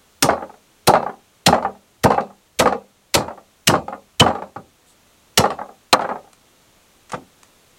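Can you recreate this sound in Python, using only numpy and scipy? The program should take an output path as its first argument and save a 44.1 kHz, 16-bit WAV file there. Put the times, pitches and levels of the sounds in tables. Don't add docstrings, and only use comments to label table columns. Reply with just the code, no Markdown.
import sys
import numpy as np
from scipy import signal
from scipy.fft import rfft, irfft
from scipy.io import wavfile
from scipy.ndimage import uniform_filter1d

SR = 44100
rng = np.random.default_rng(int(sys.argv[2]) if len(sys.argv) > 2 else 0)


def file_out(sig):
    cols = np.atleast_2d(sig).T
    lim = np.clip(cols, -1, 1)
    pcm = np.round(lim * 32767).astype(np.int16)
    wavfile.write(sys.argv[1], SR, pcm)


N = 343098
HIT = np.arange(SR // 2) / SR


def amp(db):
    return 10 ** (np.asarray(db) / 20)


def unit(x):
    return x / np.sqrt(np.mean(x ** 2) + 1e-20)


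def crest(x):
    return x / np.sqrt(uniform_filter1d(x ** 2, size=220).max() + 1e-20)


def along(points, hz):
    point_hz, values = np.transpose(points)
    return np.interp(np.log(hz + 1), np.log(point_hz + 1), values)


def add(track, start, x):
    part = track[max(round(start * SR), 0):][:len(x)]
    part += x[:len(part)]


def body(spectrum, size=4096):
    cepstrum = irfft(np.log(amp(along(spectrum, np.fft.rfftfreq(size, 1 / SR)))))
    cepstrum[1:size // 2] *= 2
    cepstrum[size // 2 + 1:] = 0
    return irfft(np.exp(rfft(cepstrum)))


def through(force, response):
    return signal.fftconvolve(force, response)[:len(HIT)]


def tone(hz, t60, attack):
    return crest(np.sin(2 * np.pi * hz * HIT) * amp(-60 * HIT / t60) * (1 - np.exp(-HIT / attack)) ** 2)


def ring(modes, scatter_db):
    hz, db, t60 = np.transpose(modes)[:, :, None]
    level = db + scatter_db * rng.standard_normal(hz.shape)
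    phase = 2 * np.pi * (hz * HIT + rng.random(hz.shape))
    partials = amp(level - 60 * HIT / t60) * np.sin(phase)
    return crest(partials.sum(axis=0) * (1 - np.exp(-HIT / .001)))


def crackle(length, fade, spiky_db):
    sizes = amp(spiky_db * unit(uniform_filter1d(rng.standard_normal(len(HIT)), size=24)))
    return sizes * rng.standard_normal(len(HIT)) * np.exp(-np.maximum(HIT - length, 0) / fade)


# frequency in Hz, relative level in dB.
AIR_SPECTRUM = [(12, -28.5), (20, 9.5), (70, -2), (141, -5), (203, -4), (284, -6), (524, -7.5), (620, -8),
                (713, -8.5), (916, -10.5), (1180, -10), (1690, -13.5), (3700, -13.5), (5030, -18),
                (6290, -15), (15800, -24.5)]
# time in seconds, relative level in dB.
AIR_LEVELS = [(0.0, -57.5), (3.05, -60.5), (3.38, -59), (4.7, -59.5), (5.07, -57.5), (6.09, -58),
              (7.78, -56.5)]


def air():
    colour = amp(along(AIR_SPECTRUM, np.fft.rfftfreq(N, 1 / SR)))
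    hiss = irfft(rfft(rng.standard_normal(N)) * colour, N)
    level_db = np.interp(np.arange(N) / SR, *np.transpose(AIR_LEVELS))
    return unit(hiss) * amp(level_db + 3)


# frequency in Hz, relative level in dB.
CRACK_SPECTRUM = [(900, -21.5), (1800, 2.5), (3000, 0.5), (4200, 2), (5500, -6.5), (8000, -4), (16000, -42)]
SPLINTER_SPECTRUM = [(2500, -17), (5500, 5.5), (7500, -4), (9400, 1), (10200, -5), (11300, -2.5),
                     (13000, -8), (16000, -13)]


def slicing():
    tearing = crackle(.0083, .00047, spiky_db=6.5) * np.minimum(HIT / .0034, 1) ** 2
    return sum(crest(through(tearing, body(band))) for band in (CRACK_SPECTRUM, SPLINTER_SPECTRUM))


def fracture(spectrum, length, fade, spiky_db):
    pressure = 1 - np.exp(-HIT / .00036)
    return crest(through(pressure * crackle(length, fade, spiky_db), body(spectrum)))


def rib(bite, hz):
    return crest(through(crackle(bite, .0016, spiky_db=1), tone(hz, t60=.022, attack=.0002)))


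# frequency in Hz, relative level in dB.
SLAB_SPECTRUM = [(100, -32), (220, -5), (350, -7.5), (430, -2.5), (560, 1.5), (690, 0), (810, 2.5),
                 (900, -4), (1010, -5.5), (1200, 0), (1500, -8.5), (2000, -17), (2600, -28.5), (4000, -47),
                 (8000, -77)]


def slab(bite, hz):
    push = crackle(bite, .0063, spiky_db=-1) * (1 - np.exp(-HIT / .01))
    resonance = tone(hz, t60=.0077, attack=.00026)
    return crest(through(push, body(SLAB_SPECTRUM))) + crest(through(push, resonance))


# frequency in Hz, relative level in dB, 60 dB decay time in seconds.
BLADE_MODES = [(2445, -3.5, 0.4), (2630, 6, 0.26), (2976, 1.5, .11), (4100, 0.5, 0.33), (4220, 5, 0.14),
               (4320, -7.5, 0.21), (4330, -11, 0.14), (5560, 3.5, 0.11), (7400, -10.5, 0.6),
               (8800, -13, .1), (8870, -8, 0.075)]


def buried_blade(grip_db_per_s=90):
    return ring(BLADE_MODES, scatter_db=2.5) * amp(-grip_db_per_s * HIT)


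# frequency in Hz, 60 dB decay time in seconds.
SHELTER_DECAY = [(80, 0.14), (300, 0.26), (800, 0.19), (1500, 0.09), (4000, 0.16), (8000, 0.15),
                 (15000, 0.091)]


def shelter(x, wet_db):
    hz, t, bands = signal.stft(rng.standard_normal(len(HIT)), SR, nperseg=256)
    decay = amp(-60 * t / along(SHELTER_DECAY, hz)[:, None])
    tail = signal.istft(bands * decay, SR, nperseg=256)[1][:len(HIT)]
    tail *= 1 - np.exp(-HIT / .0036)
    return x + amp(wet_db) * through(x, tail / np.linalg.norm(tail))


# start in seconds, time in the bone in seconds, relative levels in dB of slicing,
# crack, splinters, wood and after-ring, rib pitch in Hz, rib level in dB, wood pitch in Hz, delay until
# the blade lands in seconds, relative levels in dB of thud and rebound, settling time in seconds.
BLOWS = [(0.224, .007, -45, -13.5, -10, -12, 0.5, 1412, -17.5, 483, 0.028, -16.5, -0.5, 0.26),
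         (0.873, .009, -14.5, -14, -13.5, -7, -2.5, 4050, -19.5, 629, .016, -11, 2.5, .2),
         (1.462, .008, -41, -9, -13, -10, -3, 4082, -19, 547, .018, -8.5, 0, .22),
         (2.038, .0086, -21, -21.5, -22.5, -10.5, -5.5, 1912, -20, 505, .016, -6, -0.5, .2),
         (2.593, .012, -19, -14, -17.5, -8.5, -1.5, 1950, -21.5, 521, .023, -16, 1, 0.15),
         (3.141, 0.014, -31.5, -11.5, -14.5, -12.5, -0.5, 4216, -21, 581, .0325, -14.5, -14.5, .07),
         (3.673, .0072, -21, -10, -12, -16, -1.5, 2893, -10.5, 509, .022, -7, -2, .07),
         (4.199, 0.01, -16, -10.5, -29, -10, -6.5, 3021, -8, 508, 0.017, -7.5, -3.5, 0.2),
         (5.375, .007, -36.5, -8.5, -8, -11, -2, 2940, -17.5, 533.4, .022, -11.5, -1.5, .22),
         (5.9279, .0046, -40.5, -8.5, -16, -6, -21.5, 4080, -9.5, 1098, .01, -20, -9.5, .29)]


def chops():
    out = np.zeros(N)
    for start, bite, slice_db, crack_db, splinter_db, wood_db, ring_db, *resonances in BLOWS:
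        rib_hz, rib_db, wood_hz = resonances[:3]
        add(out, start - .005, amp(slice_db - 3.5) * slicing())
        bone = amp(crack_db) * fracture(CRACK_SPECTRUM, bite, fade=.0045, spiky_db=2.5)
        bone += amp(rib_db) * rib(bite, rib_hz)
        bone += amp(splinter_db) * fracture(SPLINTER_SPECTRUM, bite * .75, fade=.005, spiky_db=6.5)
        wood = amp(wood_db - 4) * slab(bite, wood_hz)
        blade = amp(crack_db + ring_db - 15) * buried_blade()
        crunch = amp(crack_db + ring_db - 16) * fracture(SPLINTER_SPECTRUM, bite, fade=.018, spiky_db=6)
        reverberant = shelter(bone, wet_db=ring_db - 12) + shelter(wood, wet_db=ring_db / 2 - .5)
        add(out, start, reverberant + blade + crunch)
    return out


# frequency in Hz, relative level in dB.
TABLE_SPECTRUM = [(30, -33), (55, -20), (80, 0.5), (115, -6), (160, -2), (195, 1.5), (225, 0.5), (270, 0),
                  (380, -3), (800, -42), (3000, -72.5)]
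SWING_HZ, SWING_PEAK_S, SWING_WIDTH_S = 143, .011, .0048


def thud(db, rumble_db):
    t = HIT - SWING_PEAK_S
    swing = np.cos(2 * np.pi * SWING_HZ * t) * np.exp(-(t / SWING_WIDTH_S) ** 2)
    rumble = crest(through(crackle(.0063, .042, spiky_db=2.5), body(TABLE_SPECTRUM)))
    return amp(db) * (amp(rumble_db) * rumble - swing)


# frequency in Hz, relative level in dB.
EDGE_SPECTRUM = [(800, -12.5), (1600, 2), (2700, 3.5), (3600, -2.5), (4500, -1.5), (5500, -9),
                 (8500, -12.5), (11000, -25), (16000, -41)]
# frequency in Hz, relative level in dB, 60 dB decay time in seconds.
WOOD_MODES = [(80, -13, .42), (110, -15, .25), (152, -10, .3), (198, -2, .36), (238, -5, .34),
              (409, -4, .28), (536, 1, .26), (618, -2, .22), (775, 2, .24), (825, 0, .18), (878, 0, .18),
              (968, -3, .18), (1151, -2, .17), (1240, -1, .16)]
CONTACT_HZ, HARD_FROM_DB, RISE_HZ_PER_DB = 816, -21.5, 38.5


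def knock(db, edge_db, bass_db=-19):
    contact = .13 * crackle(.0052, .0056, spiky_db=4.5)
    contact[0] += 1
    wood = crest(through(contact, body(SLAB_SPECTRUM)))
    wood += amp(bass_db - 11) * crest(through(contact, body(TABLE_SPECTRUM)))
    grit = amp(edge_db + 2) * crest(through(crackle(.0022, .0044, spiky_db=3.5), body(EDGE_SPECTRUM)))
    steel = amp(edge_db - 14) * ring(BLADE_MODES, scatter_db=3.5)
    pitch = CONTACT_HZ + RISE_HZ_PER_DB * max(edge_db - HARD_FROM_DB, 0)
    pitch *= np.exp(.041 * rng.standard_normal())
    clack = amp(-1.5) * tone(pitch, t60=.02, attack=.003)
    table = amp(-11) * ring(WOOD_MODES, scatter_db=1.5)
    return amp(db - 9.5) * (shelter(wood + grit, wet_db=-5) + clack + steel + table)


def chatter(start, settle, count=6, first_db=-17, fall_db=21.5, scatter_db=4):
    progress = (np.arange(count) + 1 + rng.uniform(-.3, .3, count)) / count
    levels = first_db - fall_db * progress + scatter_db * rng.standard_normal(count)
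    return zip(start + settle * progress, levels)


# start in seconds, relative level in dB, relative level of the hard edge in dB.
CORNER_KNOCKS = [(0.33, -12, -27), (0.378, -18.5, -41), (0.423, -17, -35.5), (0.967, -9, -30.5),
                 (1.028, -12, -24), (1.063, -11, -40), (1.093, -20, -29), (1.559, -13.5, -50),
                 (1.58, -8.5, -36.5), (1.626, -14, -20), (1.649, -6, -48), (2.144, -15, -15.5),
                 (2.179, -3.5, -37), (2.207, -23, -9), (2.724, -7.5, -22.5), (3.281, -18, -20.5),
                 (3.306, -19, -40), (3.376, -27.5, -32), (3.881, -16, -20.5), (3.926, -16, -36),
                 (4.303, -11, -27), (4.351, -14.5, -22), (4.384, -20.5, -36), (4.421, -17.5, -22),
                 (4.562, -28.5, -15.5), (5.503, -11.5, -14), (5.516, -15, -28.5), (5.589, -17, -31.5),
                 (5.614, -15, -42), (5.688, -26.5, -30), (6.018, -11.5, -21), (6.045, -11, -36.5),
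                 (6.09, -11, -25.5), (6.111, -10.5, -50), (6.156, -19.5, -30.5)]
PRESS_S, REBOUND_S, SECOND_SIDE_S = .004, .0645, .016


def rocking():
    out = np.zeros(N)
    for start, *_, land, thud_db, rebound_db, settle in BLOWS:
        add(out, start + land - SWING_PEAK_S, thud(thud_db, rumble_db=-5.5))
        add(out, start + land + PRESS_S, knock(thud_db + 6.5, edge_db=-18.5, bass_db=-14))
        fall_back = start + REBOUND_S
        add(out, fall_back, knock(rebound_db, edge_db=-24.5))
        add(out, fall_back + SECOND_SIDE_S, knock(rebound_db - 7.5, edge_db=-15.5))
        for when, db in chatter(fall_back, settle):
            add(out, when, knock(db, edge_db=-31))
    for start, db, edge_db in CORNER_KNOCKS:
        add(out, start, knock(db, edge_db))
    return out


# start in seconds, relative level in dB.
SOFT_LOADS = [(4.561, -22.5), (7.133, -17.5)]


def bumps():
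    out = np.zeros(N)
    for start, db in SOFT_LOADS:
        add(out, start, knock(db + 3, edge_db=-27, bass_db=-6.5))
        add(out, start, thud(db - 11.5, rumble_db=-2))
    return out


# frequency in Hz, relative level in dB.
SCRAPE_SPECTRUM = [(2000, -27.5), (3700, 8), (5500, -6), (7800, 9.5), (9800, 4), (11000, 0.5), (12700, -6),
                   (16000, -14.5)]
# start in seconds, length in seconds, peak level in dB.
SCRAPE_STROKE = (4.845, .11, -55)


def scrape():
    out = np.zeros(N)
    start, length, db = SCRAPE_STROKE
    stroke = np.sin(np.pi * np.minimum(HIT / length, 1)) ** 2
    friction = stroke * rng.standard_normal(len(HIT))
    add(out, start, amp(db) * crest(through(friction, body(SCRAPE_SPECTRUM))))
    return out


# frequency in Hz, relative level in dB.
MEAT_SPECTRUM = [(200, -8.5), (1300, 5), (2500, -2.5), (4500, -5), (8500, -2), (11000, -7.5),
                 (16000, -20.5)]
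# start in seconds, level in dB, length in seconds, low-pass cutoff in Hz.
MEAT_SLAPS = [(6.331, -43.5, 0.003, 9900), (7.095, -41, 0.01, 7000), (7.119, -28, 0.0047, 7800),
              (7.138, -23.5, 0.0118, 1820), (7.432, -40.5, 0.00055, 9800)]


def slaps():
    out = np.zeros(N)
    for start, db, length, cutoff_hz in MEAT_SLAPS:
        low_pass = signal.butter(2, cutoff_hz, fs=SR, output="sos")
        smack = through(crackle(length, .002, spiky_db=2.5), body(MEAT_SPECTRUM))
        filtered = crest(signal.sosfilt(low_pass, smack))
        add(out, start, amp(db) * shelter(filtered, wet_db=-9))
    return out


def scene():
    return (chops() + rocking() + bumps() + slaps() + scrape() + air())[None]


def record(dry, top_hz=15850):
    clipped = dry / (1 + np.abs(dry) ** 5) ** (1 / 5)
    hz = np.fft.rfftfreq(N, 1 / SR)
    low_cut = amp(along([(20, -8.5), (52, -9), (76, 0)], hz))
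    return irfft(rfft(clipped) * low_cut * (hz < top_hz), N)


dry = scene()
out = record(dry)
file_out(out)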